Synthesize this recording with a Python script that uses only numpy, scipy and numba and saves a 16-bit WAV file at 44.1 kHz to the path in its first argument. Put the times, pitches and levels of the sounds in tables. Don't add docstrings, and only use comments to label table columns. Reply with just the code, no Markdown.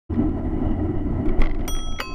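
import sys
import numpy as np
from scipy import signal
from scipy.io import wavfile
from scipy.ndimage import uniform_filter1d
from numba import njit

SR = 44100
rng = np.random.default_rng(int(sys.argv[2]) if len(sys.argv) > 2 else 0)


def to_wav(s):
    ch = np.atleast_2d(s).T
    pcm = np.round(np.clip(ch, -1, 1) * 32767)
    wavfile.write(sys.argv[1], SR, pcm.astype(np.int16))


def how_loud(loudness_db):
    steps = np.asarray(loudness_db, float) / 20
    return 10 ** steps


N = 94594
T = np.arange(N) / SR

# time_s, road_db, wind_db
RIDE = [(.1, -29.5, -30), (0.299, -29.5, -25.5), (.45, -25.5, -29), (0.701, -31.5, -22.5),
        (0.881, -28, -33.5), (1.051, -31, -30.5), (1.201, -28, -27.5), (1.32, -31, -26.5),
        (1.42, -29.5, -32), (1.5, -34.5, -35.5), (1.6, -37.5, -25), (1.7, -33, -28.5), (1.85, -40, -28),
        (2.08, -38.5, -42), (2.14, -36.5, -32.5)]
# pitch_hz, width_hz, level_db
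FRAME_MODES = [(83.25, 8.7, 8), (236.2, 53.7, 1.5), (304.3, 40, 3.5), (361, 45, -4.5), (669.6, 161.4, -13),
               (1002, 35, -20.5), (1302, 76, -25.5), (1958, 119, -32), (2220, 140, -43.5), (2914, 220, -41),
               (3830, 300, -69), (4480, 120, -57)]
# pitch_hz, level_db_per_hz
ROAD_SPECTRUM = [(60, -6.5), (150, 1), (420, -43.5), (900, -31.5), (1700, -35.5), (3500, -80), (5500, -73),
                 (12000, -105)]
# start_s, level_db, direction (1 or -1), t60_s
JOLTS = [(0.689, -24.5, 1, 0.23), (0.956, -14, 1, 0.27), (1.276, -13, -1, 0.5), (1.385, -6.5, -1, 0.39),
         (1.397, -6.5, 1, 0.37), (1.504, -18.5, 1, 0.76), (1.726, -16, -1, 0.6), (1.849, -27, 1, 0.38),
         (1.907, -15, 1, 0.17), (2.07, -30, -1, 0.31), (2.123, -20, 1, 0.16)]
# start_s, peak_db, length_s, brightness_db
RATTLES = [(.141, -29.5, 0.0027, -30), (.157, -38, 0.0055, -33), (.293, -36.5, 0.0035, -19),
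           (.531, -39.5, 0.0021, -20), (.712, -44.5, 0.0056, -11), (1.256, -41.5, 0.013, -12),
           (1.285, -28.5, 0.0028, -40.5), (1.291, -34, 0.0044, -46), (1.393, -32, 0.0042, -12),
           (1.403, -35.5, 0.0093, -10.5), (1.417, -17, 0.0041, -18.5), (1.4225, -30, 0.0053, -37),
           (1.438, -30.5, 0.0096, -40), (1.4575, -27, 0.0049, -40), (1.4695, -26, 0.0032, -39),
           (1.495, -33, 0.0047, -35), (1.5115, -37, 0.0036, -42), (1.5465, -33, 0.0059, -34),
           (1.561, -77, .003, -40), (1.592, -43, 0.011, -30), (1.608, -38, 0.006, -36),
           (1.6505, -40, 0.0044, -45), (1.751, -29, 0.0025, -36), (1.765, -28.5, 0.003, -21),
           (1.787, -36, 0.011, -40), (1.803, -44, 0.0026, -25), (1.922, -39, 0.0058, -22.5),
           (1.961, -46, .008, -40), (1.988, -27.5, 0.0071, -23), (1.9985, -25, 0.004, -34),
           (.129, -53, .006, -11), (.169, -49, 0.0024, -13), (1.526, -42, .002, -18),
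           (1.63, -46, 0.0036, -18), (1.451, -34, 0.0039, -16)]
# pitch_hz, level_db, t60_s
MOUNT_MODES = [(570, 1.5, 0.021), (826, 2, 0.037), (1140, -1.5, 0.024), (1358, -6, 0.0042),
               (1910, -2, 0.029), (2086, -9, 0.011), (3060, -16.5, 0.0087), (4140, -20.5, 0.006),
               (4800, -22, 0.017)]
# start_s, level_db, fade_s
CHATTER = [
    (0.135, -43.5, 0.016),
    (1.279, -41, .02),
    (1.421, -31, 0.033),
    (1.443, -45, 0.021),
    (1.586, -51, 0.057),
    (1.5, -53.5, 0.25),
    (1.682, -38, 0.033),
    (1.745, -42.5, 0.072),
    (2.005, -29.5, 0.024),
]
# start_s, level_db, pitch_hz
CLAMP_KNOCKS = [(.144, -36, 2010), (.147, -37.5, 1830), (.158, -44, 2270), (.172, -50, 2020),
                (1.285, -36, 2150), (1.291, -31.5, 2260), (1.403, -32, 2020), (1.417, -15.5, 2060),
                (1.422, -28, 2120), (1.4375, -26, 2030), (1.4575, -24, 2100), (1.4695, -26.5, 1990),
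                (1.4955, -29.5, 2010), (1.512, -26.5, 2030), (1.532, -47, 1990), (1.547, -34, 2020),
                (1.560, -40, 2150), (1.578, -53, 2050), (1.593, -40, 2220), (1.606, -43, 2100),
                (1.615, -34, 2000), (1.628, -49, 2100), (1.651, -33, 2090), (1.694, -46, 2230),
                (1.711, -50, 2050), (1.723, -46, 2100), (1.739, -48, 2200), (1.750, -43, 2000),
                (1.766, -42, 2300), (1.787, -43, 2130), (1.792, -45, 1990), (1.802, -38, 2060),
                (1.829, -43, 2070), (1.841, -55, 2000), (1.873, -44, 2180), (1.924, -39, 2270),
                (1.961, -50, 2000), (1.978, -50, 2190), (1.987, -21.5, 2120), (1.9975, -28, 2210),
                (2.0025, -16, 2030)]
# pitch_hz, level_db
CLAMP_OVERTONES = [(3150, -15.5), (4050, -25), (4950, -26.5)]
# start_s, level_db, pitch_hz, t60_s
HARD_RINGS = [(.129, -58, 5400, 0.015), (1.389, -15, 328, 0.026), (1.4215, -18.5, 1150, 0.013),
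              (1.432, -25, 1390, .015), (1.455, -31, 1190, 0.017), (1.512, -32, 900, .015),
              (1.591, -54, 4240, 0.013), (1.662, -58, 6000, 0.013), (1.678, -25.5, 2320, 0.018),
              (1.682, -29, 920, .03), (1.679, -34, 635, 0.022), (1.788, -42, 700, 0.021),
              (1.996, -29, 516, 0.073), (2.0025, -22, 1225, 0.025), (2.003, -24.5, 2930, 0.029),
              (2.006, -25, 1370, 0.026), (2.002, -37, 4690, .04)]
# start_s, clack_db, clack_length_s, brightness_db
BLOWS = [
    (1.6775, -27.5, 0.011, 2),
    (2.0004, -19, 0.012, -15.5),
]
# pitch_hz, level_db, t60_s
BASE_MODES = [(576, 2.5, 0.04), (990, -3, 0.0078), (1360, -1.5, 0.0081), (1920, -2, 0.012),
              (2093, -3.5, 0.047), (2880, 2, 0.039), (4590, -3, 0.005), (7360, -46, .012)]
DING_HZ = [1302, 3294, 5837, 5839, 8792, 10600, 11050, 12098, 15200]
# level_db, t60_s, change_at_second_blow_db
DING = [(-45, 7.6, 0), (-37, 2.54, -6), (-39, 0.37, 0), (-43, 2, -3), (-40, .56, 2), (-48, 0.06, 0),
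        (-56, 0.074, 0), (-34.5, 0.18, 0), (-69, .07, 0)]
DONG_HZ = [1044, 2565, 2681, 4567, 4715, 6953, 6960, 9351, 9711, 12020, 12800, 15200]
# level_db, t60_s
DONG = [(-39, 3.1), (-36.5, 0.97), (-46, 0.57), (-40, 0.86), (-34, 0.12), (-45, 0.1), (-53.5, 0.62),
        (-52.5, 0.3), (-78, 0.38), (-43.5, 0.12), (-43, .05), (-58, .04)]
# lead_s, pitch_hz, level_db, t60_s
THUMP = (.009, 515, -24, .09)
# start_s, length_s
OPENINGS = [(.22, 0.036), (0.45, .065), (.70, 0.032), (0.92, 0.095), (1.225, .2), (1.438, 0.072),
            (1.673, .05), (1.98, .06)]


@njit
def svf(x, hz, width):
    y, b, l = np.empty(len(x)), 0., 0.
    g, k = np.tan(np.pi * hz / SR), width / hz
    for i in range(len(x)):
        v = (b + g * (x[i] - l)) / (1 + g * (g + k))
        b, l, y[i] = 2 * v - b, l + 2 * g * v, k * v
    return y


def unit(x):
    return x / np.sqrt(np.mean(x ** 2))


def walk(rate_hz):
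    hold = int(SR / rate_hz)
    steps = np.repeat(rng.standard_normal(N // hold + 1), hold)
    return 1.33 * uniform_filter1d(uniform_filter1d(steps, hold), hold)[:N]


def band(hz, width_hz):
    hz, width = 1. * hz, 1.35 * width_hz
    return unit(svf(svf(rng.standard_normal(N), hz, width), hz, width))


def since(start_s):
    return np.clip(T - start_s, 0, None)


def swell(start_s, rise_s=0.0013):
    return 1 - np.exp(-since(start_s) / rise_s)


def ring(start_s, hz, db, t60_s):
    t = since(start_s)
    return how_loud(db - 60 * t / t60_s) * np.sqrt(2) * np.sin(2 * np.pi * hz * t)


def ring_modes(push, modes):
    push = signal.sosfilt(signal.butter(3, 3600, fs=SR, output="sos"), push)
    return sum(how_loud(db + 13.5) * svf(push, 1. * hz, 1.83 / t60) for hz, db, t60 in modes)


def road():
    time_s, road_db, _ = np.array(RIDE).T
    smooth_db = -5 * np.clip((T - 1.29) / 0.033, 0, 1)
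    shudder_db = 2.0 * walk(29.78) + walk(80)
    peaks = 0
    for hz, width, db in FRAME_MODES:
        flicker_db = (-1.5 - 2.5 * (hz > 1500)) * walk(17)
        level = how_loud(db + flicker_db + smooth_db * (hz < 340))
        peaks = peaks + level * np.sqrt(width / 70) * band(hz, width)
    spectrum_hz, db_per_hz = np.array(ROAD_SPECTRUM).T
    broad = 0
    for hz in 60 * 2 ** np.arange(0, 8, .5):
        db = np.interp(np.log(hz), np.log(spectrum_hz), db_per_hz)
        level = how_loud(db + 0.8 * walk(16) + smooth_db * (hz < 300))
        broad = broad + level * np.sqrt(hz / 210) * band(hz, hz / 3)
    return how_loud(np.interp(T, time_s, road_db) + shudder_db - 1.0) * (peaks + how_loud(-1) * broad)


def handlebar():
    return sum(np.sign(way) * ring(s, 20., db - 2.5, t60) for s, db, way, t60 in JOLTS)


def knocks(contacts, modes):
    body, tick = np.zeros(N), np.zeros(N)
    grit = np.sign(rng.standard_normal(N))
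    for start, db, length, bright_db in contacts:
        t = since(start)
        push = 1.5 * how_loud(db) * swell(start, 0.0009) * np.exp(-t / (length / 2)) * grit
        body += push
        body[int(start * SR) + 8] += 0.72 * how_loud(db)
        tick += how_loud(bright_db) * push * np.exp(-t / 0.0098)
    return ring_modes(body, modes) + svf(svf(tick, 4000.0, 16000.0), 5300.0, 21000.0)


def chatter():
    taps_per_s = 1400
    taps = (rng.random(N) < taps_per_s / SR) * how_loud(1.8 * rng.exponential(size=N)) * rng.standard_normal(N)
    shake = sum(how_loud(db - 1.0) * (T >= s) * np.exp(-since(s) / fade) for s, db, fade in CHATTER)
    burst = np.exp(-np.arange(200) / 48.0) * 0.33 * rng.standard_normal(200)
    return ring_modes(signal.fftconvolve(taps, burst)[:N] * shake, MOUNT_MODES)


def clamp():
    rings = list(HARD_RINGS)
    knock_t60_s = .017
    for start, db, hz in CLAMP_KNOCKS:
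        rings.append((start, db, hz, knock_t60_s))
        for overtone_hz, overtone_db in CLAMP_OVERTONES:
            rings.append((start, db + overtone_db, overtone_hz, knock_t60_s))
    return sum(ring(s, hz, db, t60) * swell(s) for s, db, hz, t60 in rings)


def bell():
    first, second = BLOWS[0][0], BLOWS[1][0]
    choke = np.clip((T - second) / 0.01 + .5, 0, 1)
    ding = sum(ring(first, hz, db, t60) * how_loud(choke * change_db)
               for hz, (db, t60, change_db) in zip(DING_HZ, DING))
    dong = sum(ring(second, hz, db, t60) for hz, (db, t60) in zip(DONG_HZ, DONG))
    lead_s, thump_hz, thump_db, thump_t60 = THUMP
    dong = dong + ring(second - lead_s, thump_hz, thump_db, thump_t60)
    return ding * swell(first) + dong * swell(second)


def wind():
    time_s, _, wind_db = np.array(RIDE).T
    return how_loud(np.interp(T, time_s, wind_db) + 2.0 * walk(16) - 2.0) * band(25.4, 25)


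def opened():
    return uniform_filter1d(sum(1. * (abs(T - s - d / 2) < d / 2) for s, d in OPENINGS), size=500)


def strip(lo_hz, hi_hz):
    edges = signal.ellip(4, .5, 45, [lo_hz, hi_hz], "bandpass", fs=SR, output="sos")
    return unit(signal.sosfilt(edges, rng.standard_normal(N)))


def hiss():
    edge_hz = 11700
    rung = 1. * (T > BLOWS[0][0] + .03)
    top, strips = opened(), 0
    for hz in range(4800, 12800, 500):
        steady = np.clip((edge_hz - hz) / 1000, -1.5, 3) * (1 - rung) + rung * ((hz - 9500) / 3000)
        gate = np.clip(top + 4 * (walk(44) + steady), 0, 1)
        strips = strips + gate * how_loud(-1 * (hz > 10000)) * strip(hz, hz + 500)
    air = how_loud(-87) * top * band(13700, 2400)
    return how_loud(-6 * rung + 1.5 * walk(60)) * (how_loud(-80.5 - 8.5) * strips + air)


def scene():
    ride = road() + wind() + handlebar()
    mount = knocks(RATTLES, MOUNT_MODES) + chatter()
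    struck_bell = knocks(BLOWS, BASE_MODES) + bell()
    return (ride + mount + struck_bell + clamp() + hiss())[None]


def roll_off(x):
    return signal.sosfilt(signal.butter(12, 16440, fs=SR, output="sos"), x)


def record(dry):
    start_s, fade_s = .093, 0.02
    fade = np.clip((T - start_s) / fade_s, 0, 1)
    x = signal.sosfilt(signal.ellip(6, .2, 60, 15000, fs=SR, output="sos"), dry * fade)
    low = signal.sosfiltfilt(signal.ellip(6, .1, 40, 12900, fs=SR, output="sos"), x)
    mix = low + opened() * (x - low)
    return roll_off(mix)


dry = scene()
out = record(dry)
to_wav(out)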